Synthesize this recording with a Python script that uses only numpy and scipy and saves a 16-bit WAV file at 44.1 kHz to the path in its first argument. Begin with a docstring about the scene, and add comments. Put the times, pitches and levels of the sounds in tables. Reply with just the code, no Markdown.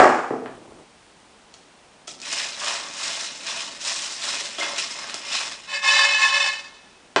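"""Pumpkin seeds in a frying pan

A loud, dull clattering burst dies away quickly, followed by low thuds. Wooden chopsticks tap a metal pan
and stir dry pumpkin seeds round it: shells rustle, metal patters, wood rubs and squeaks. Lifted and
shaken, the pan rings freely under the sliding seeds. Kitchenware clacks hard. One close microphone."""
import sys
import numpy as np
from scipy import signal
from scipy.fft import rfft, irfft
from scipy.io import wavfile
from scipy.ndimage import uniform_filter1d

SR = 44100
rng = np.random.default_rng(int(sys.argv[2]) if len(sys.argv) > 2 else 0)


def materialize(psi):
    """Save the field psi as 16-bit PCM at rate SR to the path in sys.argv[1].

    A 1-D psi becomes a single channel; in a 2-D psi each row is a channel.
    """
    bounded = np.clip(np.atleast_2d(psi).T, -1, 1)
    quanta = np.round(bounded * 32767).astype(np.int16)
    wavfile.write(sys.argv[1], SR, quanta)


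N = 317520
TIME = np.arange(N) / SR


def from_db(db):
    return 10 ** (np.asarray(db) / 20)


def rms_one(x):
    return x / np.sqrt(np.mean(x ** 2) + 1e-20)


def envelope(rows):
    """Gain through (time [s], level [dB]) rows, with 30 ms fades outside them."""
    s, db = np.transpose(rows)
    return from_db(np.interp(TIME, np.r_[s[0] - .03, s, s[-1] + .03], np.r_[-120, db, -120]))


def add(track, start_s, sound):
    at = max(int(start_s * SR), 0)
    track[at:at + len(sound)] += sound[:max(N - at, 0)]


def wander(rate_hz):
    """Random drift of spread about 1."""
    knots = rng.standard_normal(int(N / SR * 400))
    return np.interp(TIME * rate_hz, np.arange(len(knots)), knots)


def lowpass(x, hz, order=3):
    return signal.sosfilt(signal.butter(order, hz, fs=SR, output="sos"), x)


def highpass(x, hz):
    """A small body radiates little below its lowest modes."""
    return signal.sosfilt(signal.butter(3, hz, "high", fs=SR, output="sos"), x)


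def colour(x, spectrum):
    """Minimum-phase filter with the given spectrum."""
    size = 2 ** 13
    hz, db = np.transpose(spectrum)
    bins_hz = np.arange(size // 2 + 1) * SR / size
    log_gain = np.log(from_db(np.interp(np.log(bins_hz + 1), np.log(hz), db)))
    cepstrum = irfft(log_gain)[:size // 2]
    cepstrum[1:] *= 2
    response = irfft(np.exp(rfft(cepstrum, size)))
    return signal.fftconvolve(x, response)[:len(x)]


def resonate(x, hz, width_hz):
    """One resonance, unity peak gain."""
    r = np.exp(-np.pi * width_hz / SR)
    feedback = [1, -2 * r * np.cos(2 * np.pi * hz / SR), r * r]
    return signal.lfilter(np.array([1, 0, -1]) * (1 - r * r) / 2, feedback, x + 1e-18)


def contacts(per_s, spread_db, clump_db, clump_hz):
    """Random clicks of uneven size, in clumps, at even mean power."""
    sizes = from_db(spread_db * np.minimum(rng.exponential(1, N), 4) + clump_db * wander(clump_hz))
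    clicks = sizes * (rng.random(N) < per_s / SR) * rng.choice([-1, 1], N)
    power = np.abs(uniform_filter1d(clicks ** 2, size=3000))
    return clicks / np.sqrt(power + 1e-6)


def rattle(clicks, modes, roam_db, roam_hz):
    """Contacts strike each mode with random sign; as they roam, different modes lead."""
    out, at = np.zeros(N), np.flatnonzero(clicks)
    for hz, width_hz, db in modes:
        signs = np.sign(rng.random(N)[at] - .5)
        push = np.zeros(N)
        push[at] = clicks[at] * signs * from_db(db + roam_db * wander(roam_hz)[at])
        out += resonate(push, hz, width_hz)
    return rms_one(out)


def blow(modes, contact_hz):
    """One blow on a body, duller for a softer contact; peak 1."""
    push = lowpass(signal.unit_impulse(SR // 2), contact_hz, order=2)
    sound = sum((-1) ** k * from_db(db) * resonate(push, hz, width_hz)
                for k, (hz, width_hz, db) in enumerate(modes))
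    return sound / np.abs(sound).max()


def room(x, wet_db, t60_low_s, t60_high_s):
    """Direct sound plus a diffuse tail with separate bass and treble decays."""
    t = TIME[:SR]
    noise = rng.standard_normal(SR)
    low = signal.sosfiltfilt(signal.butter(2, 1500, fs=SR, output="sos"), noise)
    tail = low * from_db(-60 * t / t60_low_s) + (noise - low) * from_db(-60 * t / t60_high_s)
    tail *= t > .003
    return x + from_db(wet_db) * signal.fftconvolve(x, tail / np.linalg.norm(tail))[:N]


# room tone: (frequency [Hz], density [dB])
AIR_SPECTRUM = [(15, -43), (25, -1.5), (92, -3), (121, -2), (189, 3), (363, 2), (401, 2), (477, 1.5),
                (528, 0.5), (787, 2.5), (1040, -0.5), (1840, -4.5), (2490, -4.5), (9830, -14), (12800, -60),
                (21600, -120)]
# room tone: (time [s], level [dB])
AIR_LEVELS = [(0, -52.5), (7.2, -52.5)]

def room_tone():
    """Steady noise of the kitchen."""
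    return envelope(AIR_LEVELS) * rms_one(colour(rng.standard_normal(N), AIR_SPECTRUM))


# handling rustle: (frequency [Hz], density [dB])
HANDLING_SPECTRUM = [(60, -21), (125, -12.5), (180, -14.5), (330, -6), (700, -14.5), (1200, -20.5),
                     (2500, -53), (8000, -36)]
# handling rustle: (time [s], level [dB])
HANDLING_LEVELS = [(0, -70), (.55, -47), (.83, -48.5), (.86, -90)]

def handling():
    """Small touches make a low rustle in the first second."""
    touches = contacts(per_s=1200, spread_db=2, clump_db=2, clump_hz=40)
    return envelope(HANDLING_LEVELS) * rms_one(colour(touches, HANDLING_SPECTRUM))


# dull resonances of the burst and thuds: (frequency [Hz], width [Hz], gain [dB])
BURST_MODES = [(124.7, 6.1, -7.5), (256.5, 23, -0.5), (347, 43, -2), (457, 55, 1.5), (648, 130, -1.5),
               (744, 110, 1.5), (808, 63, 3), (1160, 395, -2), (1262, 550, -13), (1830, 280, -12)]
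# dry crackle, also of the seed shells: (frequency [Hz], density [dB])
CRACKLE_SPECTRUM = [(300, -20.5), (1500, -10), (3200, -2), (4500, 0), (5500, 2.5), (6300, -1), (7000, -0.5),
                    (8200, -5), (9200, -10.5), (10000, -14)]
# low thuds: (time [s], peak [dB], contact cut-off [Hz])
LOW_THUDS = [(0.3064, -11, 525), (0.3347, -15.5, 545), (0.417, -27, 450), (0.833, -43.5, 700)]

def opening_burst(fall_db_per_s=105.5):
    """A loud, dull clattering burst dies away quickly, followed by low thuds."""
    decay = from_db(-fall_db_per_s * TIME)
    clicks = contacts(per_s=4500, spread_db=2, clump_db=1.2, clump_hz=90)
    body = highpass(rattle(clicks, BURST_MODES, roam_db=0.5, roam_hz=41), hz=100)
    clatter = from_db(-5) * decay * rms_one(lowpass(body, hz=2050))
    crackle = from_db(-29.5) * decay * rms_one(colour(clicks, CRACKLE_SPECTRUM))
    thuds = np.zeros(N)
    for s, db, contact_hz in LOW_THUDS:
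        add(thuds, s, from_db(db) * blow(BURST_MODES, contact_hz))
    thuds = room(thuds, wet_db=-1.5, t60_low_s=.55, t60_high_s=.4)
    return thuds + room(clatter + crackle, wet_db=-6.5, t60_low_s=.53, t60_high_s=.76)


# kitchenware: (frequency [Hz], width [Hz], gain [dB])
WARE_MODES = [(168, 50, -12), (358, 89, 1), (415, 50, 2.5), (663, 78, 3), (847, 46, 1.5), (1010, 76, -1),
              (1320, 270, -5), (1740, 190, -3), (2500, 260, -11), (3000, 230, -9), (4140, 1200, -17.5),
              (5650, 550, -18), (7700, 1400, -29.5)]
# hard contacts: (time [s], peak [dB], contact cut-off [Hz])
WARE_CLACKS = [(.4590, -22, 2500), (7.1614, -1.5, 9000), (7.1634, -7.5, 12000), (7.178, -30, 2500)]

def clacks():
    """Struck kitchenware cracks, rings briefly and excites the room."""
    out = np.zeros(N)
    for s, db, contact_hz in WARE_CLACKS:
        add(out, s, from_db(db) * blow(WARE_MODES, contact_hz))
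    return room(out, wet_db=2.5, t60_low_s=.4, t60_high_s=.39)


# pan knocking on the hob: (frequency [Hz], width [Hz], gain [dB])
PAN_KNOCK_MODES = [(223, 22, -12), (302.2, 7.3, 12.5), (402, 52, 2), (592, 58, 5.5), (700, 61, 8.5),
                   (1060, 160, -14), (1330, 40, 10.5), (1940, 30, -3), (3340, 57, 12)]
# sticks hitting the pan: (time [s], snap peak [dB], knock peak [dB])
STICK_TAPS = [(1.5402, -30, -43.5), (2.078, -31.5, -29), (2.2012, -26, -48), (2.217, -20, -42),
              (2.3274, -12.5, -38), (2.559, -28, -42.5), (2.645, -20, -37), (3.036, -17.5, -38),
              (4.269, -25, -28), (4.5845, -25, -21), (4.6, -20, -23), (4.625, -28, -22),
              (4.7815, -16.5, -35), (5.1425, -12, -27)]

def taps(crack_s=.0009, settle_s=.011):
    """A stick hits the pan: shells snap, nearby seeds settle and the pan knocks on the hob."""
    out, t = np.zeros(N), TIME[:SR // 10]
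    decay = np.exp(-t / crack_s) + from_db(-9) * np.exp(-t / settle_s)
    for s, snap_db, knock_db in STICK_TAPS:
        snap = colour(rng.standard_normal(len(t)) * decay, CRACKLE_SPECTRUM)
        add(out, s, from_db(snap_db) * snap / np.abs(snap).max())
        add(out, s, from_db(knock_db) * blow(PAN_KNOCK_MODES, contact_hz=4800))
    return room(out, wet_db=-2, t60_low_s=.59, t60_high_s=.44)


def strokes(rows, speed_exponents):
    """Strokes speed up, hold and slow; one gain curve per level column, each a power of the speed."""
    energy = np.zeros((len(speed_exponents), N))
    for start_s, rise_s, hold_s, fall_s, *levels_db in rows:
        t = TIME - start_s
        slowing = from_db(-20 * np.maximum(t - rise_s - hold_s, 0) / fall_s)
        speed = np.clip(t / rise_s, 0, 1) * slowing
        moving = speed > 1e-4
        for k, (db, exponent) in enumerate(zip(levels_db, speed_exponents)):
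            energy[k, moving] += (from_db(db) * speed[moving] ** exponent) ** 2
    return np.sqrt(energy)


def spills(per_s=26, decay_s=.013, surge_db=1):
    """Heaped seeds give way: a gain that jumps at each spill and sinks back; mean power 1."""
    starts = (rng.random(N) < per_s / SR) * rng.uniform(.2, 1.8, N)
    surges = signal.lfilter([1], [1, -np.exp(-1 / (decay_s * SR))], starts + 1e-18)
    return rms_one(np.sqrt(1 + from_db(surge_db) ** 2 * surges))


def shell_ticks(clicks, width_hz=500):
    """Each shell rings briefly at one of 16 pitches."""
    pitches_hz = np.linspace(700, 10200, 16)
    choice = rng.integers(0, len(pitches_hz), N)
    return sum(resonate(clicks * (choice == k), hz, width_hz) for k, hz in enumerate(pitches_hz))


# pan damped by the hob: (frequency [Hz], width [Hz], gain [dB])
PAN_DAMPED_MODES = [(1600, 730, -5), (1875, 174, -3), (2120, 27, 1.5), (2500, 115, 3.5), (2930, 310, 0),
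                    (3486, 86, 0), (3500, 370, -11), (3980, 320, -0.5), (5160, 170, 1.5)]
# wood on the pan bottom: (frequency [Hz], width [Hz], gain [dB])
RUB_MODES = [(228, 30, -12), (294, 69, -10), (420, 120, -15), (573, 34, 8), (669.4, 15, 11.5),
             (864, 170, 2), (950, 35, 9), (1088, 140, 8), (1600, 560, 1)]
# stick sweeps: (start [s], rise [s], hold [s], 20 dB fall [s], shells [dB], metal [dB], rubbing [dB])
STICK_SWEEPS = [(2.071, 0.0062, 0.0033, 0.1, -34.5, -50, -55.5), (2.205, 0.12, 0.11, 0.32, -32, -30.5, -40),
                (2.55, 0.097, 0.075, 0.34, -31.5, -31.5, -32.5), (2.915, 0.12, .07, 0.5, -30, -30.5, -39),
                (3.43, 0.058, .11, .34, -34, -33, -39.5), (3.785, 0.07, 0.072, 0.98, -30, -35, -41.5),
                (4.18, 0.091, 0.083, 0.31, -31, -31, -38), (4.575, 0.017, 0.065, 0.5, -35, -32, -33.5),
                (4.73, 0.046, 0.018, 0.5, -34, -33, -48), (4.93, 0.039, 0.059, 1, -42.5, -35.5, -41.5),
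                (5.24, 0.11, 0.08, 0.18, -31, -29, -36)]

def stirring():
    """Each sweep rustles and flips shells, throws seeds at the metal and rubs the bottom."""
    shell_gain, metal_gain, rub_gain = strokes(STICK_SWEEPS, speed_exponents=(.92, .93, 1.32))
    per_s = 1800 + 5000 * shell_gain / shell_gain.max()  # faster sweeps move more seeds
    clicks = contacts(per_s, spread_db=0, clump_db=1, clump_hz=110)
    spill_gain = spills()
    rustle = shell_gain * spill_gain * rms_one(colour(shell_ticks(clicks), CRACKLE_SPECTRUM))
    landings = contacts(per_s=90, spread_db=1, clump_db=-1, clump_hz=25)
    flips = from_db(-14) * shell_gain * rms_one(colour(landings, CRACKLE_SPECTRUM))
    metal = rattle(clicks, PAN_DAMPED_MODES, roam_db=3, roam_hz=22)
    patter = from_db(-0.5) * metal_gain * spill_gain * metal
    slips = contacts(per_s=2200, spread_db=4.5, clump_db=-3, clump_hz=88)
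    bottom = highpass(rattle(slips, RUB_MODES, roam_db=1.5, roam_hz=13), hz=151)
    rubbing = from_db(-0.45) * rub_gain * bottom
    return room(rustle + flips + patter + rubbing, wet_db=-10, t60_low_s=.49, t60_high_s=.17)


def dragging(start_s=2.09, end_s=5.55, level_db=-53.5):
    """The sticks stay on the bottom and keep its low modes rumbling, between sweeps too."""
    gain = envelope([(start_s, level_db), (end_s, level_db)])
    slips = contacts(per_s=600, spread_db=2.5, clump_db=0.5, clump_hz=25)
    bottom = highpass(rattle(slips, RUB_MODES, roam_db=3, roam_hz=9), hz=130)
    return gain * rms_one(lowpass(bottom, hz=275))


# a stick catching: (peak time [s], frequency [Hz], peak [dB], half rise time [s])
STICK_SQUEAKS = [(4.613, 2112, -19.5, .004), (4.641, 2103, -23.5, .007), (4.643, 3432, -26, 0.0074)]

def squeaks(decay_s=.014):
    """Stick-slip pumps one pan mode for a few milliseconds; then it rings out."""
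    out, t = np.zeros(N), TIME[:SR // 4]
    for peak_s, hz, db, half_rise_s in STICK_SQUEAKS:
        rise_s = 2 * half_rise_s
        swell = np.where(t < rise_s, (t / rise_s) ** 2, np.exp(-(t - rise_s) / decay_s))
        add(out, peak_s - rise_s, from_db(db) * swell * np.sin(2 * np.pi * hz * t))
    return room(out, wet_db=-4, t60_low_s=.4, t60_high_s=.45)


# lifted pan: (frequency [Hz], width [Hz], gain [dB])
PAN_FREE_MODES = [(569, 8, -9.5), (892, 75, -18.5), (1076, 14, -5), (1722, 15, 1), (1789, 35, -8),
                  (2145, 10, -3), (2577, 18, 2), (3004, 11, -1.5), (3573, 24, -6.5), (3975, 10, -5),
                  (4398, 22, -12), (4686, 30, -10), (5103, 45, -16), (5360, 36, -12), (5940, 45, -16),
                  (6828, 80, -23), (6998, 64, -25), (7279, 60, -20), (7930, 70, -26), (8300, 350, -32),
                  (8752, 50, -28), (9577, 31, -39)]
# sliding seeds: (frequency [Hz], density [dB])
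SLIDE_SPECTRUM = [(200, -33.5), (480, -43), (800, 15), (1350, 13.5), (2200, -3), (3600, 15), (5500, 9),
                  (6400, 6.5), (7200, -1), (7800, -30), (9300, -32), (10000, -38)]
# pan shoves: (start [s], rise [s], hold [s], 20 dB fall [s], ringing [dB], sliding [dB])
PAN_SHOVES = [(5.67, 0.067, 0.033, 0.07, -27.5, -40.5), (5.812, .065, 0.15, 0.4138, -18.5, -28),
              (6.17, 0.042, 0.058, 0.15, -22, -30), (6.31, 0.028, 0.13, 0.154, -22.5, -32.5)]

def shaking():
    """Off the hob the pan is free: sliding seeds keep all its modes ringing."""
    ring_gain, slide_gain = strokes(PAN_SHOVES, speed_exponents=(.99, .8))
    clicks = contacts(per_s=5000, spread_db=4, clump_db=-1, clump_hz=60)
    metal = highpass(rattle(clicks, PAN_FREE_MODES, roam_db=0.5, roam_hz=12), hz=450)
    ringing = from_db(3) * ring_gain * metal
    sliding = from_db(-0.5) * slide_gain * rms_one(colour(clicks, SLIDE_SPECTRUM))
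    return room(ringing + sliding, wet_db=-14, t60_low_s=.4, t60_high_s=.35)


def scene():
    """One microphone, the same in both channels."""
    mono = opening_burst() + clacks() + stirring() + dragging() + taps() + squeaks() + shaking()
    mono += handling() + room_tone()
    return np.array([mono, mono])


def record(dry, clip_level=.97, cutoff_hz=9980):
    """Hard clip, then a steep low-pass."""
    steep = signal.ellip(12, .1, 90, cutoff_hz, fs=SR, output="sos")
    return signal.sosfilt(steep, np.clip(dry, -clip_level, clip_level))


dry = scene()
out = record(dry)
materialize(out)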